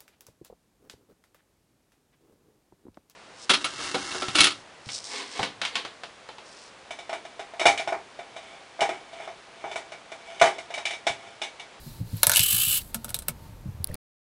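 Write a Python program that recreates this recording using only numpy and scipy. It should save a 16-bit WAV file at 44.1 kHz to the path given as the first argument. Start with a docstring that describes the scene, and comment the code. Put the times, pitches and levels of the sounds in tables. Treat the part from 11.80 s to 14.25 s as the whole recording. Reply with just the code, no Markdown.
"""A coin drops into plastic trunking, bounces ever faster, rattles and rolls away with a quickening wobble.
Each bounce is a sharp crack that rings the hollow plastic; the roll is a stream of tiny rim impacts.
A faint slide starts before the landing and runs on underneath; afterwards the plastic clacks several times.
Soft low thuds and a few close, dry clicks sound over the hum of a quiet room, until the sound is shut off."""
import sys
import numpy as np
from scipy import signal
from scipy.fft import rfft, irfft
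from scipy.io import wavfile
from scipy.ndimage import uniform_filter1d

SR = 44100
rng = np.random.default_rng(int(sys.argv[2]) if len(sys.argv) > 2 else 0)


def to_wav(s):
    """Save 16-bit WAV."""
    ch = np.atleast_2d(s).T  # columns
    pcm = np.round(np.clip(ch, -1, 1) * 32767)  # PCM
    wavfile.write(sys.argv[1], SR, pcm.astype(np.int16))


N = 108045
T = np.arange(N) / SR
HZ = np.fft.rfftfreq(8192, 1 / SR)
SOFT_RISE_S = 0.0064  # attack of the thuds and the flexing

# The hollow voice of the trunking. Each row: resonance in Hz, width in Hz, height in dB.
TRUNKING_MODES = [(487, 18, 2.5), (592, 27, 8.5), (688.6, 25, 4), (908.5, 42, 8), (998, 16, 7.5),
                  (1092, 19, 2.5), (1287, 54, 4.5), (1428, 41, 11), (1542, 38, 7), (1714, 60, 10),
                  (2183, 98, 3.5), (2455, 17, -11), (2736, 60, -5.5), (3610, 80, -5.5), (4045, 130, -2),
                  (8000, 480, -4.5), (9460, 90, -8.5), (11290, 150, -2), (12680, 250, -1.5)]


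def amp(db):
    """Decibels to gain."""
    return 10 ** (np.asarray(db) / 20)


def unit_rms(x):
    """Scales to an rms of one."""
    return x / np.sqrt(np.mean(x ** 2) + 1e-20)


def unit_hit(x):
    """Scales a short sound to the energy of ten milliseconds at rms one."""
    return x / np.sqrt(np.sum(x ** 2) / (.01 * SR) + 1e-20)


def decay(t, t60):
    """An envelope that falls 60 dB in t60 seconds."""
    return np.exp(-np.log(1000) * t / t60)


def fader(points, column=1):
    """Gain over time from one dB column of a curve; silent outside it."""
    columns = np.transpose(points)
    return amp(np.interp(T, columns[0], columns[column], left=-120, right=-120))


def eq(points):
    """Gain over frequency from (Hz, dB) points."""
    hz, db = np.transpose(points)
    return amp(np.interp(np.log(HZ + 1), np.log(hz + 1), db))


def peaks(modes):
    """Summed response of (Hz, width in Hz, dB) resonances."""
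    return sum(amp(db) / (1 + 2j * (HZ - hz) / width) for hz, width, db in modes)


def colour(x, gain):
    """Minimum-phase filter with the given gain over frequency."""
    log_gain = np.log(np.maximum(abs(gain), 1e-5))
    mirrored = np.r_[log_gain, log_gain[-2:0:-1]]
    taps = np.fft.ifft(np.exp(np.conj(signal.hilbert(mirrored)))).real
    return signal.fftconvolve(x, taps[:len(taps) // 2])[:len(x)]


def noise(gain):
    """A bed of coloured noise at rms one."""
    return unit_rms(colour(rng.standard_normal(N), gain))


def resonate(x, hz, width):
    """A steep resonance that follows the curve hz."""
    carrier = np.exp(2j * np.pi * np.cumsum(hz) / SR)
    pole = np.exp(-np.pi * width / SR)
    return (carrier * signal.lfilter([(1 - pole) ** 2], [1, -2 * pole, pole * pole], x / carrier)).real


def add(mix, start_s, sound):
    """Mixes a sound in at a time."""
    part = mix[round(start_s * SR):][:len(sound)]
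    part += sound[:len(part)]


def room():
    """Low rumble, thin hiss and two faint hums."""
    # Room tone. Each row: frequency in Hz, relative level in dB.
    room_eq = [(10, -10.5), (25, 2.5), (55, 2.5), (125, -0.5), (180, -6.5), (262, -12), (400, -15.5),
               (574, -16.5), (678, -18.5), (950, -19), (1400, -23.5), (2400, -27.5), (5000, -32.5),
               (10500, -36), (12100, -32.5), (16000, -42.5)]
    low_hum = amp(-55.5) * noise(peaks([(118, 12, 0)]) ** 2)
    high_hum = amp(-66.5) * noise(peaks([(904, 12, 0)]) ** 2)
    return amp(-46.5) * noise(eq(room_eq)) + low_hum + high_hum


def thuds():
    """Soft bumps that swell over a few milliseconds and boom briefly."""
    # The bumps. Each row: start in seconds, gain in dB, pitch in Hz.
    bumps = [(0.061, -38, 149), (0.2, -26, 111.7), (0.328, -25.5, 106.4), (0.467, -34, 102.4),
             (0.593, -30.5, 106.5), (0.728, -32.5, 113), (0.862, -39, 104.5), (1.151, -38.5, 117),
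             (1.486, -38.5, 148.8), (1.692, -44.5, 113), (1.852, -32, 126.8), (1.878, -33.5, 93),
             (1.935, -36.5, 83.6), (1.997, -34, 86.3), (2.09, -36.5, 99), (2.115, -37, 107)]
    # Their boom. Each row: multiple of the pitch, relative level in dB, t60 in seconds.
    boom_modes = [(1, 2, 0.14), (1.55, -5, 0.15), (2.4, -11.5, .09), (4.6, -22.5, 0.074)]
    out, t = np.zeros(N), np.arange(SR // 4) / SR
    swell = 1 - np.exp(-(t / SOFT_RISE_S) ** 2)
    for start_s, db, hz in bumps:
        boom = sum(amp(mode_db) * decay(t, t60) * np.sin(2 * np.pi * (hz * ratio * t + rng.random()))
                   for ratio, mode_db, t60 in boom_modes)
        add(out, start_s, 2 * amp(db) * boom * swell)
    return out


def handling(rub_sag=.17):
    """Tiny dry clicks, brief rubs that sag in pitch and a dull rustle close to the microphone."""
    # The clicks. Each row: start in seconds, level in dB.
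    clicks = [(2.0439, -24.5), (2.052, -55), (2.073, -41), (2.099, -62), (2.1172, -57), (2.1434, -36.5)]
    # Their ring. Each row: resonance in Hz, width in Hz, height in dB.
    click_modes = [(4550, 760, 4), (9300, 1400, -8), (10520, 630, 2.5), (13300, 1400, -4.5)]
    # Tone of the clicks and of the rustle. Each row: frequency in Hz, gain in dB.
    click_eq = [(500, -34), (2000, -9), (4600, -3), (5700, 0), (6700, -3), (8500, 3.5), (11000, 7),
                (13000, 4), (16000, 8.5)]
    rustle_eq = [(30, 6), (80, -9.5), (350, -16), (600, -24.5), (1400, -24), (3000, -29.5), (12000, -42)]
    # Rubs and squeaks. Each row: start and length in seconds, gain in dB, first pitch and width in Hz.
    rubs = [(2.081, .07, -47.5, 594, 128), (2.107, 0.011, -47.5, 2120, 300)]
    # Swells of the rustle. Each row: time in seconds, level in dB.
    rustle_levels = [(2.06, -61), (2.09, -37.5), (2.115, -51.5), (2.155, -31.5)]
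    out = np.zeros(N)
    click = unit_hit(colour(signal.unit_impulse(SR // 50), eq(click_eq) * peaks(click_modes)))
    for start_s, db in clicks:
        add(out, start_s, amp(db) * click)
    for start_s, length_s, db, hz, width in rubs:
        count = round(length_s * SR)
        glide_hz = hz * np.linspace(1, 1 - rub_sag, count)
        rub = unit_rms(resonate(rng.standard_normal(count), glide_hz, width))
        add(out, start_s, amp(db) * rub * np.hanning(count) ** .5)
    return out + fader(rustle_levels) * noise(eq(rustle_eq))


def sliding(ring_share=0.19):
    """A light, smooth scrape along the plastic, tinted by its resonances."""
    # Swells of the scrape. Each row: time in seconds, level in dB.
    slide_levels = [(0, -53.5), (.085, -50), (.15, -53), (.205, -54.5), (.235, -61.5), (.28, -54.5),
                    (.35, -49.5), (.38, -45.5), (.403, -46), (.411, -49.5), (.44, -40), (.99, -43),
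                    (1.02, -41.5), (1.04, -89), (1.14, -56), (1.5, -70), (1.66, -59.5), (1.78, -75)]
    # Its tone. Each row: frequency in Hz, gain in dB.
    slide_eq = [(500, -11), (3300, -0.5), (4250, 7), (5700, -1.5), (8500, -1), (12000, 1.5), (16000, -2.5)]
    return fader(slide_levels) * noise(eq(slide_eq) * abs(1 + ring_share * peaks(TRUNKING_MODES)))


def flexing(hz=226.7, t60=0.23):
    """A knock sets the whole length of trunking humming in one low mode."""
    # The knocks that flex it. Each row: start in seconds, gain in dB.
    flexes = [(1.147, -30.5), (1.246, -37.5)]
    out, t = np.zeros(N), np.arange(SR // 3) / SR
    hum = np.sin(2 * np.pi * hz * t) * decay(t, t60) * (1 - np.exp(-t / SOFT_RISE_S))
    for start_s, db in flexes:
        add(out, start_s, amp(db) * hum)
    return out


def hollow_ring(t, spread_db=2.5):
    """One stroke on the trunking's main modes, each struck a little differently."""
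    ring = np.zeros(len(t))
    for hz, width, db in TRUNKING_MODES:
        strength = amp(db + spread_db * rng.uniform(-1, 1)) * width
        ring += strength * np.exp(-np.pi * width * t) * np.sin(2 * np.pi * (hz * t + rng.random()))
    return ring


def blows(hits, tone, body_crack, hollow_db=-2, dense_db=-7, rise_s=0.00028, crack_s=0.00078):
    """Each blow is a short crack, the plastic's hollow modes and a dense ring whose treble dies first."""
    # The body, clack, bright and sizzle bands. Each row: lower and upper edge in Hz.
    band_edges = [(300, 2500), (2500, 6500), (6500, 10500), (10500, 16500)]
    bands = [1 / np.sqrt((1 + (low / (HZ + 1)) ** (4 + 8 * k)) * (1 + (HZ / high) ** 20))
             for k, (low, high) in enumerate(band_edges)]
    t60s = np.geomspace(0.096, 0.052, len(bands))
    plastic = eq(tone) * abs(1 + peaks(TRUNKING_MODES))
    out, t = np.zeros(N), np.arange(SR // 6) / SR
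    attack = np.minimum(t / rise_s, 1)
    for start_s, *band_db, crack_db, ring_hz, ring_db in hits:
        spot = abs(0.5 + peaks([(ring_hz, ring_hz / 7, ring_db)]))  # the spot struck favours one ring
        hollow = unit_hit(colour(hollow_ring(t), eq(tone) * spot * bands[0]))
        add(out, start_s, amp(band_db[0] + hollow_db) * hollow)
        band_db[0] += dense_db  # in the body band the dense ring sits under the hollow modes
        for k, band in enumerate(bands):
            crack = amp(crack_db) * (body_crack if k == 0 else 1) * np.exp(-t / crack_s)
            burst = attack * (crack + decay(t, t60s[k])) * rng.choice([-1, 1], len(t))
            add(out, start_s, amp(band_db[k]) * unit_hit(colour(burst, plastic * spot * band)))
    return out


def clacking():
    """The trunking knocks several times after the roll."""
    # The knocks. Each row: start in seconds; body, clack, bright and sizzle gains in dB;
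    # crack over the ring in dB; favoured ring in Hz and its height in dB.
    knocks = [(1.1445, -34, -35, -31, -30.5, 4, 1310, 0.5), (1.245, -40, -42, -37, -36.5, 4, 1300, -18),
              (1.2815, -45, -49, -57, -54, -7, 4060, 1), (1.2915, -51, -43.5, -42, -43, 0, 890, 4),
              (1.304, -42.5, -50, -40, -44, 12, 1500, -25), (1.3435, -41, -29, -29, -31.5, 6, 3900, -1.5),
              (1.3648, -49, -68, -43.5, -45, 12, 3900, -6), (1.389, -52, -43.5, -36, -39.5, 12, 4100, -6),
              (1.4215, -52.5, -51, -46.5, -54, 5, 4000, 2), (1.483, -34, -33, -29, -25.5, 2, 2170, 3)]
    # Their tone. Each row: frequency in Hz, gain in dB.
    knock_eq = [(200, -18), (340, 6.5), (490, 7), (600, 0.5), (700, 5.5), (1000, -4), (1320, 1.5),
                (1550, -7), (2000, -9.5), (2800, -6.5), (4500, -9), (6000, -6.5), (7000, -5), (8200, 2.5),
                (10000, 4.5), (13000, 1.5), (14200, 2), (16000, -1)]
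    return blows(knocks, knock_eq, body_crack=0.18)


def shimmer(x, t60=.2, wet_db=-4):
    """Adds the many weak, close modes of the long plastic channel."""
    t = np.arange(SR // 4) / SR
    tail = rng.standard_normal(len(t)) * decay(t, t60)
    return x + amp(wet_db) * signal.fftconvolve(x, tail / np.linalg.norm(tail))[:N]


def wobbling(from_s=.637, start_hz=33, end_hz=71, settle_s=.145, depth_db=5, fade_s=.35):
    """The coin's wobble as a tremolo that quickens and grows shallower."""
    age = np.maximum(T - from_s, -settle_s)
    turns = end_hz * age - (end_hz - start_hz) * settle_s * (1 - np.exp(-age / settle_s))
    swing_db = depth_db * np.exp(-np.maximum(age, 0) / fade_s)
    return amp(swing_db * np.cos(2 * np.pi * turns))


def rolling(grains_per_s=6000, spread_db=2.8, tone_db=-30):
    """The rim makes dense tiny impacts that swell with each wobble and ring both trunking and coin."""
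    # Strength of the roll before the wobble. Each row: time in seconds, hiss in dB, whirr in dB.
    roll_levels = [(.53, -44, -67), (.555, -28, -26.5), (.575, -17, -23), (.587, -31, -40), (.6, -31, -36),
                   (.624, -24.5, -23), (.638, -23, -28), (.668, -25.5, -31), (.73, -22.5, -31.5),
                   (.78, -25, -34), (.822, -22.5, -28), (.865, -25.5, -34), (.928, -23.5, -30.5),
                   (.982, -24.5, -35.5), (1.0, -44.5, -42), (1.03, -49, -90), (1.12, -57, -85)]
    # Tone of the rim's contact. Each row: frequency in Hz, gain in dB.
    hiss_eq = [(200, -36.5), (600, -41), (1000, -23), (1500, -17), (1900, -22), (2400, -12.5), (3500, -2),
               (4500, -2.5), (6000, -6.5), (7300, 0), (8300, 1.5), (10800, 5), (13000, 2.5), (14200, 1.5),
               (15300, 3), (16000, -8.5)]
    # The coin's whirr. Each row: resonance in Hz, width in Hz, height in dB.
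    coin_modes = [(2350, 240, -27.5), (2712, 120, 3), (2760, 32, -0.5), (2946, 57, 7), (3043, 55, -2.5),
                  (3204, 69, -3)]
    # A faint tone that dips and rises. Each row: time in seconds, pitch in Hz.
    tone_glide = [(.64, 1236), (.72, 1180), (.8, 1234), (.98, 1290)]
    sizes = amp(spread_db * np.minimum(rng.exponential(1, N), 4)) * rng.choice([-1, 1], N)
    grains = sizes * (rng.random(N) < grains_per_s / SR)
    hiss = unit_rms(colour(shimmer(grains), eq(hiss_eq) * abs(1 + peaks(TRUNKING_MODES))))
    whirr = colour(grains, peaks(coin_modes) * peaks([(3007, 320, 0)]))
    whirr /= np.sqrt(uniform_filter1d(whirr ** 2, size=2500) + 1e-12)  # evens out chance swells
    tone = unit_rms(resonate(grains, np.interp(T, *np.transpose(tone_glide)), width=45))
    wobble = wobbling()
    contact = (hiss * wobble + amp(tone_db) * tone) * fader(roll_levels)
    return contact + whirr * fader(roll_levels, column=2) * np.sqrt(wobble)


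def bouncing():
    """The coin touches lightly, lands hard and bounces ever faster into a rattle."""
    # The bounces. Each row: start in seconds; body, clack, bright and sizzle gains in dB;
    # crack over the ring in dB; favoured ring in Hz and its height in dB.
    bounces = [(.3678, -56, -54, -52.5, -44.5, -1, 12960, -3.5),
               (.4314, -21, -18, -21, -14, 14.5, 3795, -3), (.4683, -24.5, -22.5, -17, -16, 13.5, 9300, -5),
               (.4954, -23.5, -25, -21.5, -21.5, 10.5, 1560, -1.5),
               (.517, -27.5, -23.5, -29, -23.5, 7.5, 1570, 1),
               (.5346, -31.5, -24.5, -27, -30.5, -4, 1450, 5), (.549, -37, -30, -24.5, -35.5, 1, 2780, 4),
               (.5597, -35.5, -22, -21.5, -23, 10, 2700, 5.5), (.569, -57, -21, -20.5, -22.5, 6.5, 2910, 2),
               (.5763, -33.5, -25, -24.5, -23, 2, 2850, -3.5), (.5932, -44, -19.5, -22, -22, 2, 2760, 1),
               (.6059, -56, -34, -25.5, -29.5, 15, 2850, 6), (.6153, -51, -25.5, -32.5, -41, 2, 2800, 1)]
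    # Their tone. Each row: frequency in Hz, gain in dB.
    bounce_eq = [(350, -7.5), (600, 0.5), (2200, -4), (2900, -9), (3600, -4.5), (4500, -3), (6000, -5),
                 (7000, -1.5), (8200, 2), (10000, 4.5), (13000, 0), (14200, -4.5), (16000, -10)]
    return blows(bounces, bounce_eq, body_crack=0.4)


def scene():
    """All sources reach the microphone alike on both channels."""
    mono = bouncing() + clacking() + flexing() + rolling() + sliding() + thuds() + handling() + room()
    return np.array([mono, mono])


def record(dry, overload=.8, off_s=2.1565, fade_s=0.002, top_hz=15850):
    """The hardest bounces clip, the right treble leads slightly, the sound shuts off and is low-passed."""
    # Phase between the microphone ports. Each row: frequency in Hz, lead of the left in radians.
    port_phase = [(0, 0), (1200, 0), (4400, -.03), (6200, -.06), (8100, -.24), (12000, -.39), (16000, -.5)]
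    lead = np.interp(np.fft.rfftfreq(N, 1 / SR), *np.transpose(port_phase))
    clipped = np.clip(dry, -overload, overload)
    stereo = irfft(rfft(clipped) * np.exp(.5j * np.array([lead, -lead])), N)
    gate = np.clip((off_s - T) / fade_s, 0, 1)
    lowpass = signal.firwin(511, top_hz, window=("kaiser", 9), fs=SR)
    return signal.oaconvolve(stereo * gate, lowpass[None], "same")


dry = scene()
out = record(dry)
to_wav(out)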